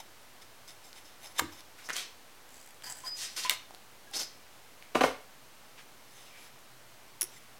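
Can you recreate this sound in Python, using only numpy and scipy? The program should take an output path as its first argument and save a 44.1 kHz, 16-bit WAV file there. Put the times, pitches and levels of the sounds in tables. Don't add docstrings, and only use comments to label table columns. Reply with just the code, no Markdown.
import sys
import numpy as np
from scipy import signal
from scipy.io import wavfile

SR = 44100
rng = np.random.default_rng(int(sys.argv[2]) if len(sys.argv) > 2 else 0)


def gain_from_decibels(decibels):
    exponent = np.asarray(decibels, float) / 20
    return 10 ** exponent


def to_wav(s):
    ch = np.atleast_2d(s).T
    pcm = np.round(np.clip(ch, -1, 1) * 32767)
    wavfile.write(sys.argv[1], SR, pcm.astype(np.int16))


N = 334719

# pitch_hz, relative_level_db
HISS_COLOUR = [(15, -39), (25, -9), (33, -11), (55, -4), (87, -23), (124, -15.5), (220, -3.5), (304, -5),
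               (687, -3), (979, -3.5), (4020, -10), (15200, -18), (16500, -20)]
HISS_RMS_DB = -56.5
# time_s, low_drone_rms_db, upper_drone_rms_db
DRONE_LEVELS = [(0, -74.5, -74), (2.6, -76, -81.5), (2.9, -74, -72), (5.5, -79.5, -73.5), (7.59, -81, -70)]
# pitch_hz, width_hz
DRONE_RESONANCES = [(82, 38), (125, 32)]
# pitch_hz, t60_s
ROOM_DECAY = [(100, 0.24), (500, 0.33), (2000, 0.37), (5000, 0.38), (10000, 0.17), (16000, 0.22)]
# time_s, level_against_direct_db
ROOM_LEVELS = [(0, -12), (1.38, -14), (1.9, -10), (2.0, -4), (2.6, -19), (3.25, -2), (3.5, -12), (4.2, -10),
               (4.95, -7), (5.1, -10.5), (7.2, -15.5)]
MICROPHONE_LOW_HZ, MICROPHONE_HIGH_HZ = 143, 12240
CRACK_LOW_HZ = 634

# start_s, relative_level_db
BOUNCES = [(7.2107, -12), (7.2125, -22), (7.2164, -15.5), (7.218, -10), (7.2273, -19), (7.2295, -16.5),
           (7.24, -23), (7.248, -32)]
# pitch_hz, relative_level_db, undamped_t60_s
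SMALL_CLIP_MODES = [(2680, -27, 0.12), (4740, -33, 0.097), (5650, -11, 0.08), (6648, -17, 0.11),
                    (8100, -17, 0.085), (7800, -27, 0.099), (8920, -32, 0.17), (9100, -19, 0.075),
                    (9400, -16, 0.064), (10150, -2.5, 0.075), (11400, -10.5, 0.09), (13220, -14.5, 0.13),
                    (14860, -7, 0.09)]
# start_s, relative_level_db, hardness_hz
BENCH_KNOCKS = [(4.9483, -11, 1500), (4.952, -10, 2200), (5.0076, -10, 4000), (5.012, -12, 2800),
                (5.035, -9.5, 4500), (5.043, -15, 2500), (5.056, -20, 2500)]
# pitch_hz, relative_level_db, undamped_t60_s
BENCH_MODES = [(77, -15, 0.47), (152, -19.5, 0.2), (253, -8.5, 0.25), (370, -13, 0.062), (424, -8, 0.12),
               (512, 4.5, 0.049), (598, 4.5, 0.04), (760, -3.5, 0.14), (870, -4.5, 0.16), (1009, -2.5, 0.1),
               (1147, -7, 0.17), (1412, 0.5, 0.047), (1637, -5.5, 0.05), (1850, -8.5, 0.07),
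               (2134, -5, 0.06), (2275, 2, 0.025), (2650, -9, 0.06), (3023, -2, 0.052), (3510, -10, 0.044),
               (4000, -3.5, 0.027), (4730, -11, .04), (6000, -3.5, 0.026)]
# start_s, level_before_swell_db, pitch_hz, t60_s, rise_s
PART_PINGS = [(3.036, -38, 1030, 0.082, 0.0027), (3.065, -24.5, 4965, 0.19, 0.012),
              (3.085, -50, 12900, .12, .002), (3.449, -29, 1010, 0.12, 0.0011),
              (4.069, -47, 1650, 0.12, 0.0074), (4.113, -47, 800, .1, .003),
              (7.366, -44.5, 2020, 0.043, .002), (2.923, -30, 7800, 0.021, 0.0005),
              (7.226, -44, 360, 0.087, 0.0024), (2.86, -47, 1000, 0.27, 0.011),
              (0.0021, -34.5, 900, 0.037, 0.0016)]
# start_s, ring_level_db, pitch_hz
SHORT_TICKS = [(0.679, -36, 5500), (.707, -33, 5500), (0.93, -32.5, 4400), (1.607, -34, 5200),
               (1.8895, -24, 1740), (1.96, -27, 2600), (1.8975, -22, 1890), (1.904, -20, 1640),
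               (1.966, -16, 6850), (2.745, -38, 7600), (2.823, -33, 3140), (2.924, -23, 7800),
               (2.836, -41, 4900), (3.005, -31, 7600), (3.449, -24, 1880), (3.461, -23, 2500),
               (3.708, -35.5, 830), (3.741, -40, 780), (3.748, -30, 4140), (4.113, -34, 9000),
               (4.825, -33.5, 2200), (6.59, -42, 5800)]

# top_s, rise_s, fall_s, level_db, centre_hz
BROAD_SCRAPES = [(1.79, .015, .08, -56.5, 2420), (1.968, 0.025, .065, -38.5, 3800),
                 (3.32, .05, .05, -56, 4600), (3.366, .004, 0.026, -40, 4300),
                 (3.385, .025, .05, -37, 4500), (3.506, .006, .05, -37.5, 3400),
                 (4.137, .004, .035, -42, 3200), (6.27, .04, .05, -63, 2950), (6.46, .05, .05, -62, 3000)]
# top_s, rise_s, fall_s, level_db, centre_hz
NARROW_RUBS = [(1.896, .009, .03, -40, 1820), (3.185, .035, .04, -47, 5800), (3.228, .06, .05, -40.5, 5000),
               (3.44, .02, .025, -39, 4600), (3.46, .02, .04, -42, 2600), (5.788, .02, .045, -55, 2140)]
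# top_s, rise_s, fall_s, level_db, centre_hz
SINGING_EDGES = [(1.865, .025, .02, -52, 5500), (1.932, .005, .014, -38, 5790),
                 (4.168, .032, .03, -35, 4900), (4.2, .016, .035, -34.5, 5250),
                 (4.228, .03, .025, -41, 5060), (6.39, 0.14, .09, -57.5, 2370)]
# top_s, rise_s, fall_s, level_db, centre_hz
CLIP_SLIPS = [(0.001, .01, .016, -47, 4000), (.42, .008, .018, -52.5, 4600), (.68, .006, .055, -50.5, 5350),
              (.85, .025, .08, -56, 5650), (.965, .02, 0.057, -53.5, 4230), (1.055, .012, .1, -58, 3960),
              (1.262, .055, .028, -48, 5600), (1.322, .05, .015, -58, 4300), (1.375, .026, .012, -47, 3400),
              (1.392, .013, .003, -31, 5300), (1.528, .015, .04, -52.5, 5200), (1.6, .07, .018, -55, 5200),
              (1.865, .05, .02, -54, 5440), (6.19, .13, 0.15, -57.5, 5200), (6.44, .12, .07, -60, 7200),
              (7.368, .085, .04, -56.5, 5850)]
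# pitch_hz, width_hz, relative_level_db
CLIP_RESONANCES = [(880, 300, 18), (2120, 560, 10), (3080, 230, 1), (3630, 240, 6.5), (4400, 220, -14),
                   (5200, 320, 5.5), (6130, 310, 2), (7360, 160, 0), (8300, 250, -6), (9300, 200, -29),
                   (10470, 350, 8.5), (11970, 270, 2), (12800, 300, 3), (15200, 400, -4)]
STROKE_EDGE_DB, STROKE_ROUNDING = 16, 1.9

# top_s, rise_s, fall_s, level_db, centre_hz
HINGE_RASPS = [(2.58, .13, 0.18, -62, 6700), (2.84, .006, .018, -44, 4950), (2.87, .025, .025, -42, 4900),
               (2.902, .016, .04, -43, 7000), (2.97, .04, .08, -52, 8600), (3.078, .045, .013, -43, 4960)]
# pitch_hz, width_hz, relative_level_db
HINGE_RESONANCES = [(862, 100, 5), (1750, 450, 2.5), (3120, 200, -9.5), (4850, 190, -4.5), (6000, 250, -11),
                    (6730, 250, -12), (7670, 220, -3.5), (8900, 200, -13), (9300, 210, -11),
                    (10800, 400, -12), (11900, 400, -18), (13300, 500, -8), (14700, 400, -4)]
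JOLTS_FROM_S, JOLTS_TO_S, JOLT_GAP_S, JOLT_GAP_SPREAD = 2.4917, 2.712, .0153, .3
JOLT_DB, JOLT_SPREAD_DB = -45, 1.5
JOLT_HZ, JOLT_FOCUS_DB_PER_OCTAVE = 8300, 16

# start_s, relative_level_db, centre_hz, focus_db_per_octave, crack_level_db
CLAMP_SNAPS = [(1.3925, -24, 2500, 15, -20), (1.3939, -16.5, 1480, 12, -9), (1.3974, -35, 1510, 6, -9.5),
               (3.496, -9.5, 3900, 17, -7), (3.506, -29.5, 3000, 5.5, -16), (3.51, -35, 3700, -1, -15),
               (3.537, -41, 3700, 14, -27)]
# pitch_hz, relative_level_db, undamped_t60_s
CLAMP_MODES = [(982, 5, 0.065), (1197, 1.5, 0.063), (1380, -12, 0.051), (1617, 2, 0.031), (2000, -2, .03),
               (2192, 10, 0.033), (2500, -5, .03), (2900, -2.5, 0.041), (3290, -31, .03),
               (3790, 0.5, 0.061), (3910, -6.5, 0.068), (4300, -26, .025), (5150, -33, .03),
               (5700, -12, .03), (6700, -10, .025), (8300, 11, 0.013), (7900, -27, .04), (10600, 0, .02)]
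GRIP_T60_S = .045
# pitch_hz, level_db, undamped_t60_s
CABINET_MODES = [(84.6, -36, 0.54), (140, -43, 0.43), (241, -40, 0.29), (319.4, -37, 0.39),
                 (452, -37, 0.13), (519, -46.5, 0.22), (800, -37.5, 0.1), (960, -36.5, 0.075)]


def rms_one(x):
    return x / np.sqrt(np.mean(x ** 2) + 1e-20)


def at_hz(points, hz):
    points_hz, values = np.transpose(points)
    return np.interp(np.log(hz), np.log(points_hz), values)


def near(hz, centre_hz, db_per_octave):
    return gain_from_decibels(-db_per_octave * np.abs(np.log2(hz / centre_hz)))


def wander(t, per_s):
    knots = rng.standard_normal(int(per_s * N / SR) + 2)
    return np.interp(t * per_s, np.arange(len(knots)), knots)


def bands(count, spacing):
    edges = np.minimum(25 * 2 ** (spacing * np.arange(count + 1)), .45 * SR)
    return [(np.sqrt(low * high), signal.butter(2, [low, high], "band", fs=SR, output="sos"))
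            for low, high in zip(edges, edges[1:])]


def ring(force, hz, t60):
    r = gain_from_decibels(-60 / (t60 * SR))
    w = 2 * np.pi * hz / SR
    return signal.lfilter([0, np.sin(w)], [1, -2 * r * np.cos(w), r * r], force + 1e-18)


def resonate(force, hz, width_hz):
    r = np.exp(-np.pi * width_hz / SR)
    poles = [1, -2 * r * np.cos(2 * np.pi * hz / SR), r * r]
    return signal.lfilter([1, 0, -1], poles, force + 1e-18) * np.sqrt((1 - r * r) / 2)


def grains(per_s, spread_db):
    uneven = gain_from_decibels(spread_db * np.minimum(rng.exponential(1, N), 4))
    sizes = rms_one(uneven * rng.choice([-1, 1], N))
    return sizes * (rng.random(N) < per_s / SR) * np.sqrt(SR / per_s)


def strokes(kinds):
    power, mixed = np.zeros(N), np.zeros((3, N))
    for rows, focus, hump_db in kinds:
        for top, rise, fall, db, hz in rows:
            first, last = int((top - 2 * rise) * SR), int((top + 2 * fall) * SR)
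            at = np.arange(max(first, 0), min(last, N))
            away = np.maximum((top - at / SR) / rise, (at / SR - top) / fall)
            stroke_power = gain_from_decibels(db - STROKE_EDGE_DB * away ** STROKE_ROUNDING) ** 2
            power[at] += stroke_power
            mixed[:, at] += np.outer([hz, focus, hump_db], stroke_power)
    at = np.flatnonzero(power)
    return at, np.sqrt(power), *(mixed[:, at] / power[at])


def rubbed(kinds, peaks, per_s, spread_db, dry_db, drift_db, hump_octaves=0.2):
    at, level, centre_hz, focus, hump_db = strokes(kinds)
    force = level * grains(per_s, spread_db)
    weights = []
    for hz, _, db in peaks:
        drift = drift_db * wander(at / SR, per_s=30)
        hump = hump_db * np.exp(-(np.log2(hz / centre_hz) / hump_octaves) ** 2)
        weights.append(gain_from_decibels(db + drift + hump) * near(hz, centre_hz, focus))
    total = np.sqrt(sum(w ** 2 for w in weights))
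    out = gain_from_decibels(dry_db) * signal.lfilter([1, -1], [1, -.9], force)
    share = np.zeros(N)
    for (hz, width, _), weight in zip(peaks, weights):
        share[at] = force[at] * weight / total
        out += resonate(share, hz, max(width, 100))
    return out


def struck(times, strength, modes, contact_s, split=0.028, damping=0.74):
    out = np.zeros(N)
    first, last = int(min(times) * SR), int(max(times) * SR) + SR // 2
    late = contact_s * 2 * rng.random((len(times), len(modes), 3))
    uneven_db = rng.normal(0, 2, late.shape)
    for k, (hz, db, t60) in enumerate(modes):
        for side in range(3):
            force = np.zeros(N)
            at = ((np.array(times) + late[:, k, side]) * SR).astype(int)
            force[at] = gain_from_decibels(db + uneven_db[:, k, side]) * strength(hz) * (-1) ** (k + side)
            side_hz = hz * (1 + split * (side - 1))
            out[first:last] += ring(force[first:last], side_hz, t60 * damping) / np.sqrt(3)
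    return out


def cracks(times, levels_db, length_s):
    force = np.zeros(N)
    force[(np.array(times) * SR).astype(int)] = gain_from_decibels(levels_db)
    envelope = signal.lfilter([1], [1, -np.exp(-1 / (length_s * SR))], force + 1e-18)
    burst = envelope * rng.standard_normal(N) / 2
    return signal.sosfilt(signal.butter(2, CRACK_LOW_HZ, "high", fs=SR, output="sos"), burst)


def floor():
    white = rng.standard_normal((2, N))
    hiss = sum(gain_from_decibels(at_hz(HISS_COLOUR, hz)) * signal.sosfilt(sos, white[k % 2])
               for k, (hz, sos) in enumerate(bands(count=19, spacing=.5)))
    s, *levels_db = np.transpose(DRONE_LEVELS)
    hum = np.zeros(N)
    for db, mode in zip(levels_db, DRONE_RESONANCES):
        drone = resonate(resonate(rng.standard_normal(N), *mode), *mode)
        hum += gain_from_decibels(np.interp(np.arange(N) / SR, s, db)) * rms_one(drone)
    return gain_from_decibels(HISS_RMS_DB) * rms_one(hiss) + hum


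def room(x):
    t = np.arange(SR // 2) / SR
    tail = sum(signal.sosfilt(sos, rng.standard_normal(len(t))) * gain_from_decibels(-60 * t / at_hz(ROOM_DECAY, hz))
               for hz, sos in bands(count=19, spacing=.5))
    tail = tail * (1 - np.exp(-t / 0.0032))
    sent = x * gain_from_decibels(np.interp(np.arange(N) / SR, *np.transpose(ROOM_LEVELS)))
    return signal.fftconvolve(sent, tail / np.sqrt(np.sum(tail ** 2)))[:N]


def rattle():
    s, db = np.transpose(BOUNCES)
    clink = struck(s, lambda hz: gain_from_decibels(db - 4.5), SMALL_CLIP_MODES, contact_s=0.00045, split=0.019, damping=0.15)
    return clink + cracks(s, db - 10.5, length_s=0.0014)


def bench():
    s, db, hard_hz = np.transpose(BENCH_KNOCKS)
    wood = struck(s, lambda hz: gain_from_decibels(db - 13.0) / np.sqrt(1 + (hz / hard_hz) ** 2), BENCH_MODES,
                  contact_s=.003, split=0.038, damping=0.56)
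    clatter = signal.lfilter([.3], [1, -.7], cracks(s, db - 16.5, length_s=0.032))
    return wood + clatter


def pings():
    out = np.zeros(N)
    for s, db, hz, t60, rise in PART_PINGS:
        t = np.maximum(np.arange(N) / SR - s, 0)
        out += gain_from_decibels(db - 60 * t / t60) * (1 - np.exp(-t / rise)) * np.sin(2 * np.pi * hz * t)
    return out


def ticks():
    s, db, hz = np.transpose(SHORT_TICKS)
    out = cracks(s, db + 1., length_s=0.00028)
    t = np.arange(1500) / SR
    for start_s, level_db, pitch_hz in SHORT_TICKS:
        at = int(start_s * SR)
        out[at:at + len(t)] += gain_from_decibels(level_db) * np.sin(2 * np.pi * pitch_hz * t) * np.exp(-t * pitch_hz / 1.3)
    return out


def scrapes():
    peaks = [(hz, .12 * hz, 0) for hz in 300 * 1.17 ** np.arange(25)]
    kinds = [(BROAD_SCRAPES, 9, -2), (NARROW_RUBS, 17, 1), (SINGING_EDGES, 2.5, 19)]
    return rubbed(kinds, peaks, per_s=5300.0, spread_db=-0.5, dry_db=-31.0, drift_db=3.0)


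def slips():
    return rubbed([(CLIP_SLIPS, 6.5, 0.1)], CLIP_RESONANCES,
                  per_s=3000., spread_db=1.0, dry_db=-11.0, drift_db=4.0)


def creak():
    regular = np.arange(JOLTS_FROM_S, JOLTS_TO_S, JOLT_GAP_S)
    early, strong = rng.uniform(-1, 1, (40, 2))[:len(regular)].T
    s = regular + JOLT_GAP_SPREAD * JOLT_GAP_S * early
    db = JOLT_DB + JOLT_SPREAD_DB * strong
    modes = [(hz, level_db, .018) for hz, _, level_db in HINGE_RESONANCES]
    jolts = struck(s, lambda hz: gain_from_decibels(db) * near(hz, JOLT_HZ, JOLT_FOCUS_DB_PER_OCTAVE), modes,
                   contact_s=0.000674, split=0.011)
    rasp = rubbed([(HINGE_RASPS, 4.5, 7)], HINGE_RESONANCES,
                  per_s=2300.0, spread_db=2.5, dry_db=-6.5, drift_db=1.0, hump_octaves=0.14)
    return jolts + cracks(s, db + 8.0, length_s=.0005) + rasp


def snaps():
    s, db, centre_hz, focus, crack_db = np.transpose(CLAMP_SNAPS)
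    held = [(hz, level_db, min(t60, GRIP_T60_S * 2500 / hz)) for hz, level_db, t60 in CLAMP_MODES]
    clang = struck(s, lambda hz: gain_from_decibels(db - 7.0) * near(hz, centre_hz, focus), held,
                   contact_s=0.00053, split=0.042)
    boom = struck([1.398], lambda hz: 1, CABINET_MODES, contact_s=0.00797, split=0.07)
    return clang + cracks(s, crack_db, length_s=0.0011) + boom


def scene():
    work = rattle() + bench() + pings() + ticks() + scrapes() + slips() + creak() + snaps()
    capsule = signal.butter(2, [MICROPHONE_LOW_HZ, MICROPHONE_HIGH_HZ], "band", fs=SR, output="sos")
    heard = signal.sosfilt(capsule, work + room(work))
    return (heard + floor())[None]


def band_limit(x):
    return signal.sosfilt(signal.butter(12, 17040, fs=SR, output="sos"), x)


def record(dry):
    top_cut = signal.cheby2(10, 50, 17300, fs=SR, output="sos")
    finished = signal.sosfilt(top_cut, dry) + .0015
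    return band_limit(finished)


dry = scene()
out = record(dry)
to_wav(out)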